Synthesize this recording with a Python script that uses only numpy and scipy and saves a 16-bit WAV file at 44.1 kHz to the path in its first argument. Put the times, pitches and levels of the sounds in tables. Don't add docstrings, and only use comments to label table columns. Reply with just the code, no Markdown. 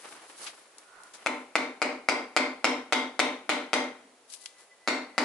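import sys
import numpy as np
from scipy import signal
from scipy.fft import rfft, irfft, next_fast_len
from scipy.io import wavfile
from scipy.ndimage import map_coordinates

SR = 44100
rng = np.random.default_rng(int(sys.argv[2]) if len(sys.argv) > 2 else 0)


def file_out(sig):
    cols = np.atleast_2d(sig).T
    lim = np.clip(cols, -1, 1)
    pcm = np.round(lim * 32767).astype(np.int16)
    wavfile.write(sys.argv[1], SR, pcm)


N = 231348
TOP_HZ = 11130

# (frequency [Hz], level [dB])
RESONANCES = [(252, -3), (264, -5), (292, -10.5), (305, -10), (371, -14.5), (390, -20), (443, -12),
              (471, -9.5), (483, -8), (542, -13), (582, -6), (595, -3.5), (616, -9), (627, -10.5),
              (702, -14.5), (750, -7.5), (785, -8), (896, -4.5), (938, -26), (1021, -6.5), (1050, -8),
              (1135, -11), (1163, -14), (1349, -26), (1367, -10.5), (1474, -9), (2083, -12.5), (2111, -6.5),
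              (2160, -36), (2271, -11.5)]
# (frequency [Hz], t60 [s])
DECAY = [(100, 1), (260, 0.98), (600, 0.8), (1400, 0.71), (2200, 0.63), (4000, 0.55), (10000, 0.41)]
# (frequency [Hz], correlation [-1..1])
ALIKE = [(60, 0.93), (150, 0.88), (270, 1), (580, 0.83), (1230, 0.51), (2610, 0.34), (5540, 0.015),
         (11000, 0.21)]


def amp(db):
    return 10 ** (np.asarray(db) / 20)


def unit(x):
    return x / np.sqrt(np.mean(x ** 2) + 1e-20)


def along(points, hz):
    f, v = np.transpose(points)
    return np.interp(np.log(hz + 1), np.log(f + 1), v)


def wobble(rate):
    knots = rng.standard_normal(int(N * rate / SR) + 4)
    return map_coordinates(knots, [np.arange(N) * rate / SR])


def filtered(x, response):
    n = x.shape[-1]
    m = next_fast_len(n + SR // 10)
    return irfft(rfft(x, m) * response(np.fft.rfftfreq(m, 1 / SR)), m)[..., :n]


def pulse(spectrum, size):
    hz = np.fft.rfftfreq(size, 1 / SR)
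    cepstrum = irfft(np.log(amp(along(spectrum, hz))), size)
    cepstrum[1:size // 2] *= 2
    cepstrum[size // 2 + 1:] = 0
    return irfft(np.exp(rfft(cepstrum)) * (hz < TOP_HZ + 1000), size)


def noise(spectrum, size):
    def colour(hz):
        turn = np.arccos(np.clip(along(ALIKE, hz), -1, 1)) / 2
        return amp(along(spectrum, hz)) * (hz < TOP_HZ) * [np.cos(turn), np.sin(turn)]

    mid, side = filtered(rng.standard_normal((2, size)), colour)
    return unit(np.array([mid + side, mid - side]))


def panned(x, pan_db):
    return x * amp(np.array([pan_db, -pan_db]).reshape(2, -1) / 2)


def add(track, s, x):
    part = track[:, round(s * SR):][:, :x.shape[-1]]
    part += x[..., :part.shape[1]]


def blend(steady, fresh, share):
    share = np.clip(share, 0, 1)
    return np.sqrt(share) * steady + np.sqrt(1 - share) * fresh


def swelling(middle, length):
    away = np.abs(np.arange(N) / SR - middle) / (length / 2)
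    return amp(-np.minimum(8 * away ** 1.5, 200))


def still_air():
    # (frequency [Hz], relative level [dB])
    air_colour = [(18, -79), (30, -33), (264, -11.5), (392, -3.5), (567, -0.5), (1160, -5.5), (1860, -8),
                  (5370, -12.5), (7230, -12.5), (11000, -13), (14300, -43), (22000, -120)]
    return amp(-61.0) * noise(air_colour, N)


def thin_tone():
    # (middle [s], length [s], level [dB])
    swells = [(4.452, 0.11, -62), (4.6, .075, -60), (4.723, 0.032, -53), (4.863, 0.11, -58),
              (5.16, 0.17, -58)]
    tone_hz = 2000 + 9 * wobble(60)
    phase = 2 * np.pi * np.cumsum(tone_hz) / SR
    gain = sum(amp(db) * swelling(s, length) for s, length, db in swells)
    return gain * np.sin(phase)


def squeak():
    flutter_hz = 57 + 4 * wobble(9.9)
    flutter = 1 + .3 * np.sin(2 * np.pi * np.cumsum(flutter_hz) / SR)
    colour = [(400, -26.5), (1000, -6), (1330, -6), (1460, 5), (1580, -23), (1850, -12), (4000, -60)]  # Hz, dB
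    grain = noise(colour, N) * flutter
    return amp(-53.5) * swelling(middle=0.99, length=0.2) * panned(grain, pan_db=-5)


def hands():
    # (middle [s], length [s], rub level [dB], hiss level [dB], hiss left minus right [dB])
    strokes = [(0.075, 0.33, -48.5, -53, 6), (0.311, 0.15, -51, -55.5, 3), (.44, 0.1, -45.5, -42.5, -1),
               (.55, 0.24, -55.5, -58.5, 3), (0.81, 0.39, -61, -64, 0), (1.042, 0.099, -64, -66, 4),
               (1.24, 0.4, -53.5, -61, 5), (4.337, 0.052, -69, -44.5, 10.5), (4.428, 0.1, -70, -52.5, 9.5),
               (4.608, .1, -59.5, -58.5, 6)]
    # (frequency [Hz], relative level [dB])
    rub_colour = [(60, -32), (200, -15), (300, -3.5), (500, -3.5), (1100, -1), (2200, -5), (4000, -12.5),
                  (8000, -22)]
    # (frequency [Hz], relative level [dB])
    hiss_colour = [(500, -37), (1200, -33), (2200, -15), (4300, -5), (6500, -6.5), (11000, -2)]
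    rub_power, hiss_power = np.zeros(N), np.zeros((2, N))
    for s, length, rub_db, hiss_db, pan_db in strokes:
        stroke = swelling(s, length)
        rub_power += (amp(rub_db) * stroke) ** 2
        hiss_power += panned(amp(hiss_db) * stroke, pan_db) ** 2
    scuffs = amp(2.3 * wobble(70) + 1.2 * wobble(250))
    slips = amp(2.5 * wobble(900) + 1.2 * wobble(60))
    rub = np.sqrt(rub_power) * unit(noise(rub_colour, N) * scuffs)
    hiss = np.sqrt(hiss_power) * unit(noise(hiss_colour, N) * slips)
    return rub + hiss


def grip():
    # (time [s], level [dB], centre of colour [Hz], t60 [s])
    clicks = [(.229, -53, 775, 0.07), (0.463, -37.5, 2730, 0.12), (.783, -41, 9600, 0.013),
              (1.035, -43, 9300, 0.0067), (1.135, -47.5, 6260, .13), (4.299, -46.5, 6540, 0.053),
              (4.336, -41, 6240, .029), (4.4579, -33, 4160, 0.017)]
    octaves, rise, left_db = 1, 0.036, 3.5
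    out, t = np.zeros((2, N)), np.arange(SR // 4) / SR
    for s, db, centre_hz, t60 in clicks:
        hump = lambda hz: np.exp(-.5 * (np.log2((hz + 1) / centre_hz) / octaves) ** 2)
        grain = unit(filtered(noise([(100, 9), (10000, 3)], len(t)), hump))
        shape = (1 - np.exp(-t / (rise * t60))) * amp(-60 * t / t60)
        tail = amp(-19.5 - 60 * t / 0.38)
        add(out, s, panned(grain, left_db) * amp(db) * (shape / shape.max() + tail))
    return out


def wash(t):
    # (frequency [Hz], relative level [dB])
    ringing_colour = [(40, -29.5), (150, -26), (215, -6), (300, -1), (380, -1.5), (600, 0.5), (1400, -0.5),
                      (1720, -4.5), (2150, -1.5), (3100, -6), (3600, -6.5), (5500, -11), (6800, -14),
                      (11000, -22.5)]
    hz, s, z = signal.stft(noise(ringing_colour, len(t)), SR, nperseg=256)
    fade = amp(-60 * s / along(DECAY, hz)[:, None])
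    return signal.istft(z * fade, SR, nperseg=256)[1][:, :len(t)]


def resonances(t, phase, scatter_db, slip):
    hz, db = np.transpose(RESONANCES)[:, :, None]
    strength, shift, apart = rng.standard_normal((3, len(hz), 1))
    spread = np.arccos(np.clip(along(ALIKE, hz), -1, 1)) * np.sign(apart) / 2
    fickle = np.sqrt(hz / 1000)
    swing = 2 * np.pi * (hz * t + phase + slip * fickle * shift)
    fade = amp(db + scatter_db * np.tanh(fickle * strength) - 60 * t / along(DECAY, hz))
    return np.array([np.sum(fade * np.sin(swing + side * spread), 0) for side in (1, -1)])


def answer(t, rise_s, hold_s, drop_db, fall_s):
    return (1 - np.exp(-(t / rise_s) ** 2)) * amp(-drop_db / (1 + np.exp(-(t - hold_s) / fall_s)))


def contact(t, rattle_db, rattle_t60):
    # (frequency [Hz], relative level [dB])
    wood_colour = [(40, -44.5), (140, -26.5), (240, 0), (400, 0), (570, 6), (1000, 4.5), (1400, 6.5),
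                   (1700, -1), (2150, -1.5), (2650, -3), (3100, -13.5), (5000, -8), (7000, -35),
                   (11000, -11)]
    # (frequency [Hz], relative level [dB])
    steel_colour = [(300, -89), (1600, -19.5), (2200, 7.5), (3100, -2.5), (5200, -7.5), (7000, -5.5),
                    (11000, -16)]
    deck = lambda hz: 1 + amp(-11.5) * np.exp(-2j * np.pi * hz * 0.001472)
    push = filtered(pulse(wood_colour, len(t)) * np.linspace(1, 0, len(t)), deck)
    push /= np.sqrt(np.sum(push ** 2) / (.006 * SR))
    rattle = noise(steel_colour, len(t)) * amp(rattle_db - 60 * t / rattle_t60) * (1 - np.exp(-t / 0.0001))
    return push + rattle


def band_colour(hz, band_hz, peak_db, ripple_db):
    main = peak_db * np.exp(-.5 * ((hz - band_hz) / 380) ** 2)
    lesser = map_coordinates(rng.standard_normal(size=256), [hz / 110], mode="mirror")
    return main + ripple_db * lesser * np.clip(hz / 1000 - 2, 0, 1)


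def tap_colour(hz, depth, ring_hz, band_hz):
    # (frequency [Hz], difference [dB])
    leftward = [(100, -0.5), (260, 0.5), (600, 1.4), (1100, 2.5), (2100, 1.7), (4000, 2.5), (9000, 2)]
    boom_hz, boom_db = 295 - 45 * depth, 1 + 2.5 * depth ** 2
    treble_db = -8.5 * (depth - 0.72) ** 2
    body = along([(130, 0), (boom_hz, boom_db), (480, 0), (2400, 0), (3400, treble_db)], hz)
    ring = (6.5 - 0.5 * depth) * np.exp(-.5 * ((hz - ring_hz) / 230) ** 2)
    steel = band_colour(hz, band_hz, peak_db=5.0, ripple_db=3.5)
    sides = np.outer([.5, -.5], along(leftward, hz))
    return amp(body + ring + steel + sides)


def taps():
    # (time [s], level [dB], rebound after [s], rebound relative level [dB], steel band [Hz])
    hits = [(1.2619, -24, .0075, -2, 3600), (1.5553, -20.5, .0061, -5, 4360), (1.818, -23, .0066, -3, 4530),
            (2.0872, -20.5, .0076, -5, 4700), (2.365, -19, .0066, -3.5, 4700),
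            (2.6442, -19.5, .0076, -4, 5300), (2.9245, -22, .0066, -2, 3630), (3.193, -21, .0068, -2, 3550),
            (3.4931, -24.5, .0064, -3.5, 3500), (3.7325, -22.5, .0066, -3.5, 3320),
            (4.8757, -25, .0089, -1.5, 4260), (5.1801, -22, .0052, -5.5, 4400)]
    firm_db, ringing_db, follow = -21.5, -.5, 0.41
    loose_db, seated_depth = -4, 0.23
    out, t = np.zeros((2, N)), np.arange(2 ** 15) / SR
    brief = t[:2 ** 12]
    walls, phase = wash(t), rng.random((len(RESONANCES), 1))
    wash_shape = answer(t, rise_s=0.0043, hold_s=0.17, drop_db=6.5, fall_s=0.028)
    mode_shape = answer(t, rise_s=.02, hold_s=.18, drop_db=14.5, fall_s=0.023)
    for depth, hit in zip(np.linspace(0, 1, len(hits)), hits):
        s, db, rebound_s, rebound_db, band_hz = hit
        tap = np.zeros((2, len(t)))
        knock = amp(-0.34) * contact(brief, rattle_db=0.0, rattle_t60=0.024)
        add(tap, 0, knock)
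        add(tap, rebound_s, amp(rebound_db) * contact(brief, rattle_db=2.0, rattle_t60=0.032))
        for delay in rng.uniform(0.017, 0.049, size=5):
            add(tap, delay, amp(-13.0 - 280 * delay) * knock)
        ring_hz = 2227 - 282 * depth ** 3
        piston = amp(-13.5 - 60 * t / 0.06) * np.sin(2 * np.pi * ring_hz * t)
        diffuse = amp(-5.0) * blend(walls, wash(t), share=0.69)
        modes = amp(-9) * resonances(t, phase, scatter_db=5.5, slip=0.064)
        room_db = ringing_db + (follow - 1) * (db - firm_db) + loose_db * np.exp(-depth / seated_depth)
        tap += amp(room_db) * (wash_shape * (diffuse + piston) + mode_shape * modes)
        add(out, s, amp(db) * filtered(tap, lambda hz: tap_colour(hz, depth, ring_hz, band_hz)))
    return out


def scene():
    return still_air() + thin_tone() + squeak() + hands() + grip() + taps()


def record(dry):
    lead = 2e-5
    ports = lambda hz: np.exp(1j * np.pi * lead * np.array([hz, -hz]))
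    low_pass = lambda hz: 1 / np.sqrt(1 + (hz / TOP_HZ) ** 160)
    return filtered(dry, lambda hz: ports(hz) * low_pass(hz))


dry = scene()
out = record(dry)
file_out(out)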